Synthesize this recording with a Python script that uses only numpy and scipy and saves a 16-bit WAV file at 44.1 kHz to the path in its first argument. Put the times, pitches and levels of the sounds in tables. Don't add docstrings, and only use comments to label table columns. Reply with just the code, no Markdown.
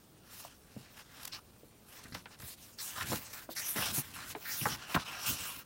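import sys
import numpy as np
from scipy import signal
from scipy.fft import rfft, irfft, next_fast_len
from scipy.io import wavfile
from scipy.ndimage import map_coordinates

SR = 44100
rng = np.random.default_rng(int(sys.argv[2]) if len(sys.argv) > 2 else 0)


def wav_out(sig):
    wavfile.write(sys.argv[1], SR, np.round(np.clip(np.atleast_2d(sig).T, -1, 1) * 32767).astype(np.int16))


N = 249165
TIME = np.arange(N) / SR
# (frequency [Hz], level [dB])
TICK_SPECTRUM = [(300, -4), (1500, -1), (5000, 0.5), (8000, -0.5), (15000, -1.5)]


def sliding():
    # (frequency [Hz], level [dB])
    hiss_spectrum = [(500, -53), (1500, -14), (3500, -4), (5500, -4), (6800, -0.5), (9300, 0.5),
                     (11000, -0.5), (13000, 1), (15500, 2)]
    sheet_spectrum = [(200, -19.5), (450, -8), (750, 0), (1100, 2.5), (1600, -0.5), (2150, -2.5),
                      (2800, 0.5), (3500, -4.5), (4700, -6), (5500, -3), (6700, -11.5), (14000, -21.5)]
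    flap_spectrum = [(25, -31), (55, -0.5), (110, 5), (190, -0.5), (300, -1), (420, -14), (800, -17.5),
                     (2000, -45)]
    hiss_gain, sheet_gain, flap_gain = motion_gains()
    judder = wander(rate_hz=140)
    hiss = colour(grit(per_s=7600, spread_db=0.5, smooth=1.0), hiss_spectrum)
    hiss = flex(hiss, depth_db=5.0, rate_hz=27)
    sheet = colour(grit(per_s=2500, spread_db=0.5, smooth=0.97), sheet_spectrum)
    sheet = flex(sheet, depth_db=2.47, rate_hz=22)
    flap = colour(rng.standard_normal(N), flap_spectrum)
    return (glance(hiss) * hiss_gain * undb(0.75 * judder)
            + glance(sheet) * sheet_gain * undb(1.9 * judder)
            + (flap + crackle()) * flap_gain)


def motion_gains(rest_hiss_db=-66.5, rest_sheet_db=-72.5, drag_flap_db=-15):
    # (time [s], length [s], crest [share of length], hiss [dB], sheet [dB])
    strokes = [(0.185, 0.38, 0.62, -61, -60), (0.297, 0.19, 0.5, -48, -63),
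               (0.654, 0.56, 0.37, -66.5, -62.5), (0.96, .07, 0.52, -55.5, -54.5),
               (1.081, 0.24, 0.55, -57.5, -55), (1.322, 0.078, 0.43, -55, -51.5),
               (1.851, 0.26, 0.54, -68, -56.5), (1.925, 0.08, 0.61, -53.5, -58),
               (2.141, 0.082, 0.12, -62, -51.5), (2.291, 0.072, 0.57, -79, -56.5),
               (2.397, .16, 0.56, -44.5, -59), (2.565, 0.21, 0.34, -53, -64), (2.772, 0.24, 0.52, -41, -53),
               (2.934, 0.12, 0.58, -43.5, -43), (3.055, 0.15, 0.31, -38.5, -45.5),
               (3.198, 0.18, 0.26, -49, -54.5), (3.329, 0.14, 0.067, -45, -50),
               (3.492, 0.049, 0.63, -45.5, -66), (3.55, 0.39, 0.27, -41, -50),
               (3.761, 0.089, 0.1, -37.5, -37.5), (3.802, .13, 0.35, -37.5, -38),
               (3.928, 0.096, 0.4, -36.5, -45), (4.0, 0.19, 0.19, -54, -54),
               (4.136, 0.21, 0.23, -52.5, -49.5), (4.257, 0.08, 0.67, -44.5, -52.5),
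               (4.332, 0.19, 0.72, -49, -54.5), (4.446, 0.14, 0.66, -36.5, -50),
               (4.567, 0.15, .35, -37, -48), (4.673, 0.092, 0.5, -49.5, -42),
               (4.757, 0.13, 0.63, -79, -48.5), (4.868, 0.11, 0.59, -42.5, -43.5),
               (4.971, 0.072, 0.61, -60, -43), (5.045, 0.22, 0.27, -52, -45.5),
               (5.174, .13, 0.69, -40.5, -41), (5.261, 0.1, 0.23, -31, -43),
               (5.318, 0.32, 0.41, -42.5, -47.5)]
    # (time [s], length [s], level [dB])
    swings = [(0.75, 0.11, -61), (1.31, 0.1, -64), (1.63, 0.11, -70), (2.015, 0.26, -60.5),
              (2.392, 0.042, -55), (2.997, 0.13, -48.5), (3.073, 0.15, -43), (3.76, 0.14, -50),
              (3.885, 0.11, -47), (4.03, 0.57, -58), (4.605, 0.21, -46.5), (4.94, .12, -56),
              (5.277, 0.1, -45), (5.391, .06, -53), (5.566, 0.038, -56.5)]
    hiss, sheet = undb(rest_hiss_db) ** 2, undb(rest_sheet_db) ** 2
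    for start, length, crest, hiss_db, sheet_db in strokes:
        speed = stroke_speed(start, length, crest, taper=0.6)
        hiss += (undb(hiss_db) * speed) ** 2
        sheet += (undb(sheet_db) * speed) ** 2
    flap = sheet * undb(drag_flap_db) ** 2
    for start, length, db in swings:
        flap += (undb(db) * stroke_speed(start, length, crest=0.3, taper=1.04)) ** 2
    return np.sqrt([hiss, sheet, flap])


def stroke_speed(start_s, length_s, crest, taper):
    progress = np.clip((TIME - start_s) / length_s, 0, 1)
    moving = (progress > 0) & (progress < 1)
    skew = np.log(.5) / np.log(np.clip(crest, .05, .95))
    speed = np.zeros(N)
    speed[moving] = np.sin(np.pi * progress[moving] ** skew) ** taper
    return speed


def grit(per_s, spread_db, smooth):
    sizes = undb(spread_db * np.minimum(rng.exponential(size=N), 4))
    clicks = (rng.random(N) < per_s / SR) * sizes * rng.choice([-1, 1], N)
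    return unit(unit(clicks) + smooth * rng.standard_normal(N))


def flex(x, depth_db, rate_hz, bands=12, lowest_hz=350):
    place = lambda f: np.clip(2 * np.log2(f / lowest_hz), 0, bands - 1)
    parts = (shape(x, lambda f: np.maximum(1 - abs(place(f) - k), 0)) for k in range(bands))
    return unit(sum(part * undb(depth_db * wander(rate_hz)) for part in parts))


def glance(x, delay_s=0.000583, drift=0.28, gain=0.25):
    lag = delay_s * np.exp(drift * wander(rate_hz=5)) * SR
    return unit(x + gain * map_coordinates(x, [np.arange(N) - lag], order=3))


def scuffs():
    out = np.zeros(N)
    grains = [grit(per_s=2300, spread_db=2.5, smooth=0.38) for _ in range(2)]
    for start, length, db, start_hz, end_hz, width_hz in scuff_rings():
        span = slice(int(start * SR), int((start + length) * SR))
        a, b = (shape(g[span], lambda f: 1 / (1 + (1.25 * f / width_hz) ** 3)) for g in grains)
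        phase = 2 * np.pi * np.cumsum(np.geomspace(start_hz, end_hz, len(a))) / SR
        envelope = np.abs(np.sin(np.pi * np.linspace(0, 1, len(a)) ** 0.58)) ** 0.66
        out[span] += undb(db) * envelope * unit(a * np.cos(phase) + b * np.sin(phase))
    return out


def scuff_rings(edge_climb=1.03, edge_width_hz=1400, steady_hz=4440):
    # (time [s], length [s], edge [Hz], edge [dB], bow [dB])
    lifts = [(1.318, 0.059, 4750, -45, -58), (2.122, 0.019, 4680, -53, -53.5),
             (2.1457, 0.0056, 4920, -43, -62), (2.786, 0.044, 4960, -43.5, -54.5),
             (3.499, 0.053, 4260, -52.5, -66), (3.562, .055, 5200, -40.5, -44.5),
             (4.451, 0.085, 4450, -51.5, -44)]
    # (start [Hz], end [Hz], width [Hz])
    bow_ring = (1700, 2050, 570)
    # (time [s], length [s], level [dB], centre [Hz])
    drags = [(1.314, 0.069, -54.5, 2670), (2.83, 0.14, -53, 6340), (2.956, 0.12, -46.5, 1533),
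             (3.328, .14, -56.5, 1518), (3.612, 0.13, -45.5, 5950), (3.78, 0.18, -45.5, 5430),
             (3.814, .052, -40, 2990), (4.145, 0.17, -52.5, 1535), (4.612, 0.072, -46, 5520),
             (4.697, 0.066, -44.5, 5600), (5.064, 0.056, -45.5, 2840), (5.15, 0.41, -51.5, 5540),
             (5.255, 0.07, -39.5, 2870), (5.33, 0.25, -52, 2837)]
    for start, length, hz, edge_db, bow_db in lifts:
        yield start, length, edge_db, hz / edge_climb, hz * edge_climb, edge_width_hz
        yield (start, length, bow_db, *bow_ring)
    for start, length, db, hz in drags:
        glide = (steady_hz / hz) ** 0.0634
        width_hz = 390 + 0.05 * hz
        yield start, length, db, hz / glide, hz * glide, width_hz


def pops(scatter=0.082, travel_1khz_s=.0032, dull_hz=4400, edge_return=0.087, comb_hz=260, size=16384):
    out, t = np.zeros(N + size), np.arange(size) / SR
    travel = lambda f: np.exp(-4j * np.pi * travel_1khz_s * np.sqrt(f * 1000))
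    hollow = lambda f: 1 / (1 - edge_return * np.exp(-2j * np.pi * f / comb_hz))
    for start, db, hz, octaves, t60_s in snaps():
        snap = (t == 0) + scatter * rng.standard_normal(size) * undb(-60 * t / t60_s)
        band = lambda f: (1 + (np.log2(f / hz) / (3 * octaves)) ** 2) ** -8 / (1 + (f / dull_hz) ** 4)
        pop = shape(snap, lambda f: band(f) * travel(f) * hollow(f))
        out[int(start * SR):][:size] += peak(pop, db)
    return out[:N]


def snaps(pop_t60_s=0.062, slap_t60_s=0.031, slap_octaves=0.75, rebound_s=.0036, fade_db_per_s=494):
    # (time [s], peak [dB], centre [Hz], width [octaves])
    buckles = [(.447, -37, 760, 0.52), (0.763, -45, 244, 0.44), (1.63, -44, 410, 0.5),
               (2.055, -42, 1540, 0.53), (2.1475, -31, 1100, 2.5), (2.256, -37.5, 1290, 1.6),
               (2.401, -45.5, 1500, 1), (2.422, -43.5, 1500, 0.78), (3.009, -27, 1620, 1.1),
               (3.116, -29, 600, 1.16), (3.129, -27.5, 705, 1.2), (3.489, -40, 476, 1.2),
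               (3.759, -31, 1390, 1.1), (3.782, -34, 1500, 1.2), (3.822, -29, 840, 1.1),
               (3.976, -39, 328, 0.54), (4.3485, -29.5, 800, 1.56), (4.612, -29, 2730, 0.18),
               (4.943, -24.5, 1600, 2.2), (4.946, -20, 1150, 3)]
    # (time [s], peak [dB], centre [Hz])
    slaps = [(4.654, -18.5, 1020), (4.9602, -18.5, 950)]
    for buckle in buckles:
        yield (*buckle, pop_t60_s)
    for start, db, hz in slaps:
        late_s = 0
        for k in range(5):
            yield start + late_s, db - fade_db_per_s * late_s, hz, slap_octaves, slap_t60_s
            late_s += rebound_s * 2.4 ** k


def thumps(push_s=0.012, rattle=0.11, t60_s=0.064, upper_ratio=1.51, upper_db=-5, size=16384):
    # (time [s], peak [dB], lower mode [Hz])
    presses = [(.765, -35.5, 131), (1.641, -50, 145), (2.053, -48, 119), (2.122, -42.5, 78),
               (2.165, -44.5, 111), (2.432, -43, 71), (3.097, -37, 130), (3.121, -33, 322),
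               (3.49, -36, 335), (3.133, -33.5, 110), (3.76, -35.5, 257), (3.787, -37, 194),
               (3.981, -31, 145), (4.354, -40.5, 420), (4.617, -34, 144), (4.662, -33, 119),
               (4.664, -33.5, 286), (4.95, -23, 183), (4.962, -33.5, 83), (4.968, -30.5, 165),
               (5.296, -36.5, 143)]
    out, t = np.zeros(N + size), np.arange(size) / SR
    width_hz = np.log(1000) / (np.pi * t60_s)
    for start, db, hz in presses:
        push = (t == 0) + rattle * rng.standard_normal(size) * np.exp(-t / push_s)
        upper = lambda f: undb(upper_db) * resonance(f, upper_ratio * hz, upper_ratio * width_hz)
        boom = shape(push, lambda f: (resonance(f, hz, width_hz) + upper(f)) * resonance(f, hz, 2 * hz))
        out[int(start * SR):][:size] += peak(boom, db)
    return out[:N]


def ticks(drag_s=.003, release_s=.00255, gain_db=-10):
    # (time [s], relative level [dB])
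    flicks = [(.452, -40.5), (1.233, -30.5), (1.254, -26), (1.2787, -26), (2.04, -38), (2.149, -35),
              (2.391, -41), (2.403, -39), (2.422, -36), (2.539, -42), (3.024, -31), (3.133, -26),
              (3.159, -23.5), (3.337, -31), (3.86, -21.5), (3.982, -25), (4.953, -23)]
    force = np.zeros(N)
    for slip, db in flicks:
        log_force = np.minimum((TIME - slip) / drag_s, (slip - TIME) / release_s)
        force += undb(db) * np.exp(log_force.clip(-30, 0))
    fibres = grit(per_s=5000, spread_db=2.5, smooth=.8)
    return undb(gain_db) * force * colour(fibres, TICK_SPECTRUM)


def crackle(ring_s=0.00066, relative_db=-2.5, size=256):
    snap = rng.standard_normal(size) * np.exp(-np.arange(size) / SR / ring_s)
    clicks = grit(per_s=170, spread_db=-0.5, smooth=0)
    return undb(relative_db) * colour(signal.fftconvolve(clicks, snap)[:N], TICK_SPECTRUM)


def reflections(x, t60_s=0.11, gap_s=.005, wet_db=-19, size=16384):
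    t = np.arange(size) / SR
    # (frequency [Hz], level [dB])
    spectrum = [(100, -5.5), (1500, 7.0), (6000, -1.5), (15000, -6.5)]
    tail = colour(rng.standard_normal(size), spectrum) * undb(-60 * t / t60_s) * (t > gap_s)
    return undb(wet_db) * signal.fftconvolve(x, tail / np.linalg.norm(tail))[:N]


def room_noise(level_db=-61.5):
    # (frequency [Hz], relative level [dB])
    spectrum = [(20, -12), (60, 1), (120, 1.5), (220, -1.5), (500, -7.5), (1000, -15), (2000, -23),
                (5000, -22), (7500, -26.5), (9300, -18.5), (10200, -27), (11200, -49), (13000, -25),
                (15500, -24)]
    return undb(level_db) * colour(rng.standard_normal(N), spectrum)


def undb(db):
    return 10 ** (np.asarray(db) / 20)


def unit(x):
    return x / np.sqrt(np.mean(x ** 2))


def peak(x, db):
    return x * undb(db) / np.abs(x).max()


def shape(x, response):
    size = next_fast_len(len(x))
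    hz = np.maximum(np.arange(size // 2 + 1) * SR / size, 1)
    return irfft(rfft(x, size) * response(hz), size)[:len(x)]


def colour(x, points):
    hz, db = np.transpose(points)
    return unit(shape(x, lambda f: undb(np.interp(np.log(f), np.log(hz), db))))


def resonance(f, hz, width_hz):
    return 1 / (1 + 1j * (f * f - hz * hz) / (f * width_hz))


def wander(rate_hz):
    knots = rng.standard_normal(N // 20)
    return np.interp(TIME * rate_hz, np.arange(len(knots)), knots)


def scene():
    paper = sliding() + scuffs() + pops() + thumps() + ticks()
    room = room_noise()
    return (paper + reflections(paper) + room)[None]


def record(dry):
    return signal.sosfilt(signal.ellip(12, .1, 80, 15900, fs=SR, output="sos"), dry)


dry = scene()
out = record(dry)
wav_out(out)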